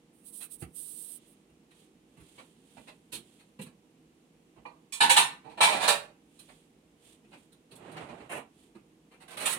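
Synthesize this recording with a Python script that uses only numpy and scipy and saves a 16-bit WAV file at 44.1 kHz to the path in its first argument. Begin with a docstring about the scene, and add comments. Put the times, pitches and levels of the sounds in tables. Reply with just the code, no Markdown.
"""Hands fold and smooth a paper towel on a counter close by, and its fibres catch in a grainy hiss.
Then someone walks off across a small kitchen with soft footfalls and swishing clothes. A cabinet is
opened, two dishes knock together, ring and are set down, and a drawer rumbles out and back on rollers.
These far sounds arrive mostly as room echo, over the low hum of an appliance."""
import sys
import numpy as np
from scipy import signal
from scipy.fft import rfft, irfft
from scipy.io import wavfile

SR = 44100
rng = np.random.default_rng(int(sys.argv[2]) if len(sys.argv) > 2 else 0)


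def digitize_waveform(pressure):
    """Quantize a signal to 16-bit integers and store it at the path in sys.argv[1].

    Rows of a 2-D input are taken as channels; values are limited to [-1, 1].
    """
    field = np.atleast_2d(pressure).T
    bounded = np.clip(field, -1, 1)
    quanta = np.round(bounded * 32767).astype(np.int16)
    wavfile.write(sys.argv[1], SR, quanta)


N = 422478
TIME = np.arange(N) / SR
BLOW_SAMPLES = 24000

# Edges of a blow's six pitch bands (thud, body, knock, clack, crack, tick): edge_hz
BAND_EDGES = [40, 130, 400, 1200, 2900, 4700, 16000]


def from_db(db):
    """Turn decibels into a number to multiply a sound by."""
    return 10 ** (np.asarray(db) / 20)


def at_hz(points, hz, column=1):
    """Read a table at any pitch, sliding smoothly between its rows."""
    points = np.array(points)
    return np.interp(np.log(np.maximum(hz, 1)), np.log(points[:, 0]), points[:, column])


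def unit(sound, size=None):
    """Scale a stereo sound so its mono mix has level 1 (rms), over the first `size` samples if given."""
    return sound / np.sqrt(np.mean(sound.mean(0)[:size] ** 2) + 1e-30)


def add(out, start_s, sound, left_db):
    """Mix a sound in at a time, with its left side raised by left_db against its right."""
    gains = from_db([[left_db / 2], [-left_db / 2]])
    start = round(start_s * SR)
    out[:, start:start + sound.shape[1]] += sound[:, :N - start] * gains / gains.mean()


def diffuse(size, spectrum=None, right_db=0):
    """Noise from all directions, alike on both sides in the bass; right_db leans the treble right."""
    # How alike the two sides are: pitch_hz, likeness (1 = the same)
    likeness = [(100, 1), (300, 0.92), (550, 0.87), (850, 0), (1500, 0.029), (4000, 0.0019)]
    # How strongly each microphone hears the room: pitch_hz, left_db, right_db
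    pickup = [(98.4, -2, -1), (370, -4.5, 0), (496.7, -4, 6.5), (904, 2, 10), (1290, -4.5, 0),
              (2593, -3.5, -2.5), (4327, -12.5, -3), (4720, -14, -10), (7220, -9.5, 3), (9050, -11, 11),
              (12400, -22, -9.5), (15500, -21.5, -9.5)]
    hz = np.fft.rfftfreq(size, 1 / SR)
    alike = np.clip(at_hz(likeness, hz), -.99, .99)
    mid, side = rfft(rng.standard_normal((2, size)))
    noise = np.sqrt(1 + alike) * mid + np.sqrt(1 - alike) * side * [[1], [-1]]
    treble = hz / (hz + 3000)
    gains = from_db([at_hz(pickup, hz), at_hz(pickup, hz, column=2) + right_db * treble])
    if spectrum is not None:
        gains = gains / np.hypot(*gains) * from_db(at_hz(spectrum, hz))
    return irfft(gains * noise, size)


def flutter(rate_hz, depth_db):
    """A loudness that wanders at random, about rate_hz times a second."""
    steps = rng.normal(0, 1, 8192)
    return from_db(depth_db * np.interp(TIME * rate_hz % 8191, np.arange(8192), steps))


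def contact(length_s):
    """The force of a blow: a first touch, then 40 tiny uneven hits as the surfaces chatter."""
    when, strength = rng.random(40), rng.standard_normal(40)
    force = np.zeros(BLOW_SAMPLES // 4)
    force[0] = 1.3
    np.add.at(force, (when * length_s * SR).astype(int), strength * (1 - 0.19 * when))
    return force[None]


def resonate(force, resonances):
    """A struck body boosts the force around the pitches it likes to shake at."""
    return force + sum(from_db(db) * signal.lfilter(*signal.iirpeak(hz, hz / width_hz, fs=SR), force)
                       for hz, width_hz, db in resonances)


def kitchen_echoes(damping, rise_s, hold_s):
    """The room's answer to a click in each band: echoes build up, hold, then die, the treble first."""
    # Time for echoes to fall 60 dB, before dividing by damping: pitch_hz, fade_s
    fade_times = [(80, 0.31), (300, 0.56), (700, 0.34), (1800, 0.31), (3000, 0.26), (9000, 0.22),
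                  (15000, .19)]
    t, noise, echoes = TIME[:BLOW_SAMPLES], diffuse(BLOW_SAMPLES), []
    for low, high in zip(BAND_EDGES, BAND_EDGES[1:]):
        band = signal.sosfilt(signal.butter(3, [low, high], "band", fs=SR, output="sos"), noise)
        fade_s = at_hz(fade_times, np.sqrt(low * high)) / damping
        fade = from_db(-60 * np.maximum(t - hold_s, 0) / fade_s)
        echoes.append(band * fade * (1 - np.exp(-t / rise_s)))
    return echoes


def blow(force, echoes, colour, level_db, tilt_db_per_octave):
    """A force heard through the room; each hit has its own loudness and tilt, brighter or duller."""
    centres_hz = np.sqrt(np.multiply(BAND_EDGES[:-1], BAND_EDGES[1:]))
    levels_db = np.array(colour) + level_db + tilt_db_per_octave * np.log2(centres_hz / 1900)
    sound = sum(from_db(db) * unit(signal.fftconvolve(band, force, axes=1), size=2205)
                for band, db in zip(echoes, levels_db))
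    return sound[:, :BLOW_SAMPLES]


def wood_blows(blows, colour, damping):
    """Dull, short knocks on wooden panels; colour holds one relative level_db for each band."""
    # Panel resonances: pitch_hz, width_hz, level_db
    panel = [(68, 23, 5.5), (157, 44, 10.0), (245, 76, 13), (336, 50, 3.5), (664, 450, -11),
             (2570, 550, -4.5), (3970, 500, -1.5), (12100, 5000, 11)]
    out = np.zeros((2, N))
    for start_s, contact_s, level_db, tilt, left_db in blows:
        echoes = kitchen_echoes(damping, rise_s=0.0028, hold_s=0.0089)
        force = resonate(contact(contact_s), panel)
        add(out, start_s, blow(force, echoes, colour, level_db, tilt), left_db)
    return out


def appliance():
    """Low fan noise and a few faint humming tones that waver."""
    # Fan noise: pitch_hz, relative_db
    fan = [(15, -58), (25, -39), (43, -10.5), (92, -21), (161, -10), (212, -6), (249, -5.5), (476, -14),
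           (560, -20), (775, -20.5), (1480, -29.5), (2840, -27), (4870, -35), (9070, -33), (16000, -48)]
    # Humming tones: pitch_hz, level_db
    tones = [(118.4, -85.5), (161.5, -70.5), (317.6, -71), (473.7, -75)]
    hum = 0
    for hz, db in tones:
        waver = flutter(rate_hz=6, depth_db=2.0)
        hum += from_db(db) * waver * np.sin(2 * np.pi * (hz * TIME + rng.random()))
    return from_db(-64) * unit(diffuse(N, fan, right_db=-6.5)) + hum


def clothes():
    """Cloth swishes softly as the body moves, each swish swelling and fading."""
    # Swishes: middle_s, half_length_s, level_db
    swishes = [(1.167, 0.2, -69), (1.804, 0.076, -67.5), (2.34, 0.17, -65), (2.79, 0.17, -66.5),
               (3.296, 0.18, -68.5), (6.482, 0.16, -66), (7.089, 0.073, -63), (7.387, 0.085, -69),
               (8.619, 0.071, -68.5)]
    # Cloth noise: pitch_hz, relative_db
    cloth = [(600, -4.0), (1500, -14.5), (3300, 0.5), (5500, -13.5),
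             (9000, -0.5), (12000, -14.0), (16000, -23)]
    motion = sum(from_db(db) * np.exp(-((TIME - middle) / half) ** 2) for middle, half, db in swishes)
    return motion * unit(diffuse(N, cloth) * flutter(rate_hz=150, depth_db=1.5))


def palm_and_feet():
    """A palm thumps the counter, then feet thud on the floor."""
    # Thumps: start_s, contact_s, level_db, tilt_db_per_octave, left_db
    thumps = [(.615, .008, -46, -0.1, -3), (1.496, 0.0039, -70, 0, -1), (2.165, 0.013, -61.5, -0.7, -2),
              (2.194, 0.022, -58.5, 0.8, 0)]
    # Their deep tone: relative_db per band
    colour = [0.5, -1.5, -10.5, -11.5, -19.5, -15]
    return wood_blows(thumps, colour, damping=2.2)


def light_knocks():
    """A hand brushes the paper, things knock on wood, and the drawer's rollers bump."""
    # Knocks: start_s, contact_s, level_db, tilt_db_per_octave, left_db
    knocks = [(.402, .025, -57, 7.2, -4), (1.704, 0.011, -69.5, 5.2, 0), (2.374, 0.019, -56, 1.5, -1.5),
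              (2.766, 0.0063, -60.5, -2, -4.5), (2.87, 0.017, -55, 2.3, -1.5), (3.388, 0.02, -68, 6.5, 4.5),
              (4.559, .02, -69.5, -3.5, -4), (6.483, 0.011, -62, 0, -2), (7.315, 0.026, -58.5, 0, 0.5),
              (7.962, 0.014, -48.5, 0.5, 6), (8.085, 0.013, -57, -3, -2), (8.198, .012, -61.5, -2.2, -1)]
    # Their woody tone: relative_db per band
    colour = [-14, -3.5, -0.5, -2, -7.5, -17]
    return wood_blows(knocks, colour, damping=1.7)


def cabinet():
    """Bumped cabinet panels boom, and catches and hinges snap."""
    # Panel bumps and catch snaps: start_s, contact_s, level_db, tilt_db_per_octave, left_db
    booms = [(3.588, 0.0078, -42.5, -0.4, 0.5), (3.657, 0.01, -51.5, 3, 0), (5.735, 0.014, -43, 0, 3),
             (7.239, 0.00477, -61.5, -0.2, 3), (7.914, .0027, -55, 6, -2), (8.747, .0092, -53.5, -1, -1)]
    snaps = [(3.119, 0.034, -44.5, -1.5, 0), (3.609, 0.0096, -57.5, 0.7, 1), (6.388, .0072, -60.5, -0.8, 0),
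             (7.519, 0.004, -69, -1.4, 2), (7.708, 0.013, -58, -4.5, 2), (7.752, 0.0026, -68.5, 2.2, 2)]
    # Their hollow and crisp tones: relative_db per band
    boom_colour = [-34, -2, -12, -13.5, -20, -23.5]
    snap_colour = [-27, -14, -15, -10, 0, 3]
    return wood_blows(booms, boom_colour, damping=1.6) + wood_blows(snaps, snap_colour, damping=1.6)


def drawer_knocks():
    """The drawer runs against its stop, and utensils shift inside it."""
    # Hits on the stop and utensil rattles: start_s, contact_s, level_db, tilt_db_per_octave, left_db
    stops = [(8.292, 0.043, -41.5, .3, 2), (8.345, .03, -46, -0.7, -2)]
    rattles = [(9.107, 0.042, -65.5, -4, 5), (9.2, 0.024, -62.5, -2.5, -2),
               (9.277, 0.074, -57.5, -1.6, -3.5), (9.367, 0.08, -45.5, -0.8, -1),
               (9.453, .022, -35.5, 1.1, 0.5), (9.488, 0.039, -45.5, 3.5, -2.5)]
    # Their clacking and bright tones: relative_db per band
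    stop_colour = [-34, -13.5, -1.5, -2.5, -31, -9]
    rattle_colour = [-54, -20.5, -3.5, 0.5, -1, 1]
    return wood_blows(stops, stop_colour, damping=1.5) + wood_blows(rattles, rattle_colour, damping=1.45)


def roller_bumps(per_s, fade_s, spread_db):
    """The loudness of small random bumps, each dying quickly; their average power is 1."""
    hits = rng.random(N) < per_s / SR
    strength = from_db(spread_db * np.clip(rng.standard_normal(N), -2, 2))
    power = signal.lfilter([1], [1, -np.exp(-1 / (fade_s * SR))], hits * strength ** 2 + 1e-9)
    return np.sqrt(power / power.mean())


def drawer_rollers():
    """Rollers rumble unevenly along their runners, louder the faster the drawer moves."""
    # Pushes and pulls: start_s, length_s, full_speed_db
    slides = [(7.665, 0.63, -45), (8.137, 0.18, -51), (8.266, 0.195, -46), (9.24, 0.5, -48)]
    # Noise of the runners: pitch_hz, relative_db
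    runners = [(40, -41), (80, -14), (150, -4.5), (250, -3.5), (350, -3.5), (700, -5), (1150, -10),
               (1500, -15), (2800, -17.5), (4200, -28), (5600, -39), (9000, -28.5), (12000, -50),
               (16000, -60)]
    loudness = np.zeros(N)
    for start_s, length_s, db in slides:
        progress = np.clip((TIME - start_s) / length_s, 0, 1)
        speed = np.abs(np.sin(np.pi * progress))
        loudness += from_db(db) * speed ** 2.08
    rolling = np.hypot(.8, roller_bumps(per_s=110, fade_s=0.017, spread_db=7.5))
    return loudness * unit(diffuse(N, runners, right_db=10) * rolling)


def dish_ring(tones, echoes):
    """A dish rings at its own pitches; echoes overlap, so each tone swells differently on each side."""
    hand_damping = 1.1   # the grip shortens the ring
    ring = np.zeros((2, BLOW_SAMPLES))
    for hz, db, fade_s in tones:
        decay, angle = from_db(-60 * hand_damping / (fade_s * SR)), 2 * np.pi * hz / SR
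        band = echoes[np.searchsorted(BAND_EDGES, hz) - 1]
        early = band * np.exp(-TIME[:BLOW_SAMPLES] / 0.022)
        tone = signal.lfilter([1, 0, -1], [1, -2 * decay * np.cos(angle), decay * decay], early)
        ring += from_db(db + 0.52 * rng.standard_normal()) * unit(tone, size=4410)
    return unit(ring, size=2205)


def dishes():
    """Each blow on a dish makes a short clank and sets the dish ringing."""
    # Blows: start_s, dish, contact_s, ring_db, clank_hz, clank_db, tilt_db_per_octave, left_db
    clatter = [(4.652, "cup", 0.0099, -51, 980, -64, -6.5, -3),
               (4.922, "small", 0.029, -44.5, 900, -55.5, 6.5, -2),
               (5.004, "first", .029, -23.5, 900, -29, -0.6, 1.5),
               (5.094, "first", 0.017, -26.5, 830, -30, 3, 0),
               (5.163, "first", 0.016, -25, 960, -25.5, 2, 3.5),
               (5.441, "second", .038, -71, 830, -66, -8.5, -5.5),
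               (5.494, "second", 0.023, -67.5, 830, -64, -2.5, 1.5),
               (5.573, "second", .02, -53.5, 850, -49.5, -4.5, 5),
               (5.605, "second", 0.043, -23.5, 900, -28, 1, 1.5),
               (5.672, "cup", .034, -31.5, 720, -37.5, -0.5, -1),
               (5.722, "second", 0.046, -36.5, 800, -39.5, -1.9, -0.5),
               (5.801, "second", 0.048, -42.5, 800, -36, -0.9, -1),
               (5.877, "second", .013, -30, 620, -29, 1.5, -0.5)]
    # Tones of two dishes, a small piece and a cup: pitch_hz, relative_db, fade_s (by 60 dB, if not held)
    tones = { "first": [(826, 0, .25), (936, 0, .25), (1515, -7, .4), (1751, -5, .18), (2232, -9, .3),
             (2415, -5, .25), (2681, -5, .28), (2876, -7, .32), (3028, -4, .25), (3645, -6, .27),
             (3851, -3, .27), (4260, -8, .15), (4560, -13, .2), (7555, -12, .2), (8480, -13, .2),
             (9248, -6, .25)], "second": [(681, -4, .3), (815, -2, .25), (900, -4, .15), (960, -1, .25),
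             (996, -2, .25), (1153, -6, .3), (1332, -5, .3), (1790, -9, .2), (2374, 1, .22),
             (2610, -8, .25), (3120, -8, .2), (3456, -10, .2), (3960, -6, .15), (8072, -10, .15),
             (8490, -11, .15), (9540, -11, .15)], "small": [(2385, -3, .18), (3451, -3, .22),
             (4500, -8, .14), (5550, -6, .14), (6546, -6, .25), (7747, 0, .25), (8414, -4, .22),
             (10450, -10, .15), (11960, -12, .15)], "cup": [(930, -3, .06), (1034, 0, .07),
             (1922, -11, .08), (2406, -7, .08), (2864, -17, .08)]}
    # Tone of the clank: relative_db per band
    colour = [-45, -15.5, 1, 0, 1, -3]
    out = np.zeros((2, N))
    # the counter and the wall behind it send back the strongest echoes first
    nearby = 1 + 0.28 * np.exp(-TIME[:BLOW_SAMPLES] / 0.0073)
    for start_s, dish, contact_s, ring_db, clank_hz, clank_db, tilt, left_db in clatter:
        # Clank resonances: pitch_hz, width_hz, level_db
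        hollow = [(clank_hz, 160, 9), (1750, 160, -2), (2370, 260, -2), (3870, 500, -1)]
        echoes = [band * nearby for band in kitchen_echoes(damping=0.95, rise_s=0.0023, hold_s=.003)]
        clank = blow(resonate(contact(contact_s), hollow), echoes, colour, clank_db, tilt)
        ring = from_db(ring_db) * dish_ring(tones[dish], echoes)
        add(out, start_s, clank + ring, left_db)
    return out


def hand_stroke(start_s, length_s):
    """The hand presses down quickly, eases a little as it slides, and lifts."""
    press_s, lift_s, ease_db_per_s = 0.0056, 0.0073, 3
    t = TIME - start_s
    press = (1 + np.tanh(t / press_s / 2)) / 2
    lift = (1 - np.tanh((t - length_s) / lift_s / 2)) / 2
    return press * lift * from_db(-ease_db_per_s * np.maximum(t, 0))


def paper_towel():
    """The bumpy paper's fibres catch under the hand in a fine, grainy hiss, close by on the right."""
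    # Strokes of the hand: start_s, length_s, level_db
    strokes = [(0.133, 0.79, -72), (0.254, 0.05, -50.5), (0.332, 0.079, -47.5), (0.414, .046, -44.5),
               (0.508, 0.051, -47.5), (0.598, 0.04, -50.5), (0.751, 0.42, -45), (1.265, 0.076, -65.5)]
    # Hiss of the fibres: pitch_hz, relative_db
    hiss = [(700, -51), (1300, -32), (1800, -47), (2500, -32), (3100, -22), (3800, -20), (5600, -25),
            (7100, -20.5), (8400, -2.5), (9200, 0), (10500, -5.5), (12500, -13), (16000, -16.5)]
    pressure = sum(from_db(db) * hand_stroke(start_s, length_s) for start_s, length_s, db in strokes)
    grain = flutter(rate_hz=2000, depth_db=1.2) * flutter(rate_hz=40, depth_db=1.0)
    return pressure * unit(diffuse(N, hiss, right_db=6.0) * grain)


def scene():
    """All the sources together, in stereo."""
    return (paper_towel() + clothes() + palm_and_feet() + light_knocks() + cabinet()
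            + drawer_knocks() + dishes() + drawer_rollers() + appliance())


def record(dry):
    """The microphones lose the deepest bass, loud peaks are rounded and the highest treble is cut."""
    bass_cut = signal.butter(4, 46, "high", fs=SR, output="sos")
    treble_cut = signal.ellip(10, .2, 80, 15900, fs=SR, output="sos")
    rounded = np.tanh(signal.sosfilt(bass_cut, dry))
    return signal.sosfilt(treble_cut, rounded)


dry = scene()
out = record(dry)
digitize_waveform(out)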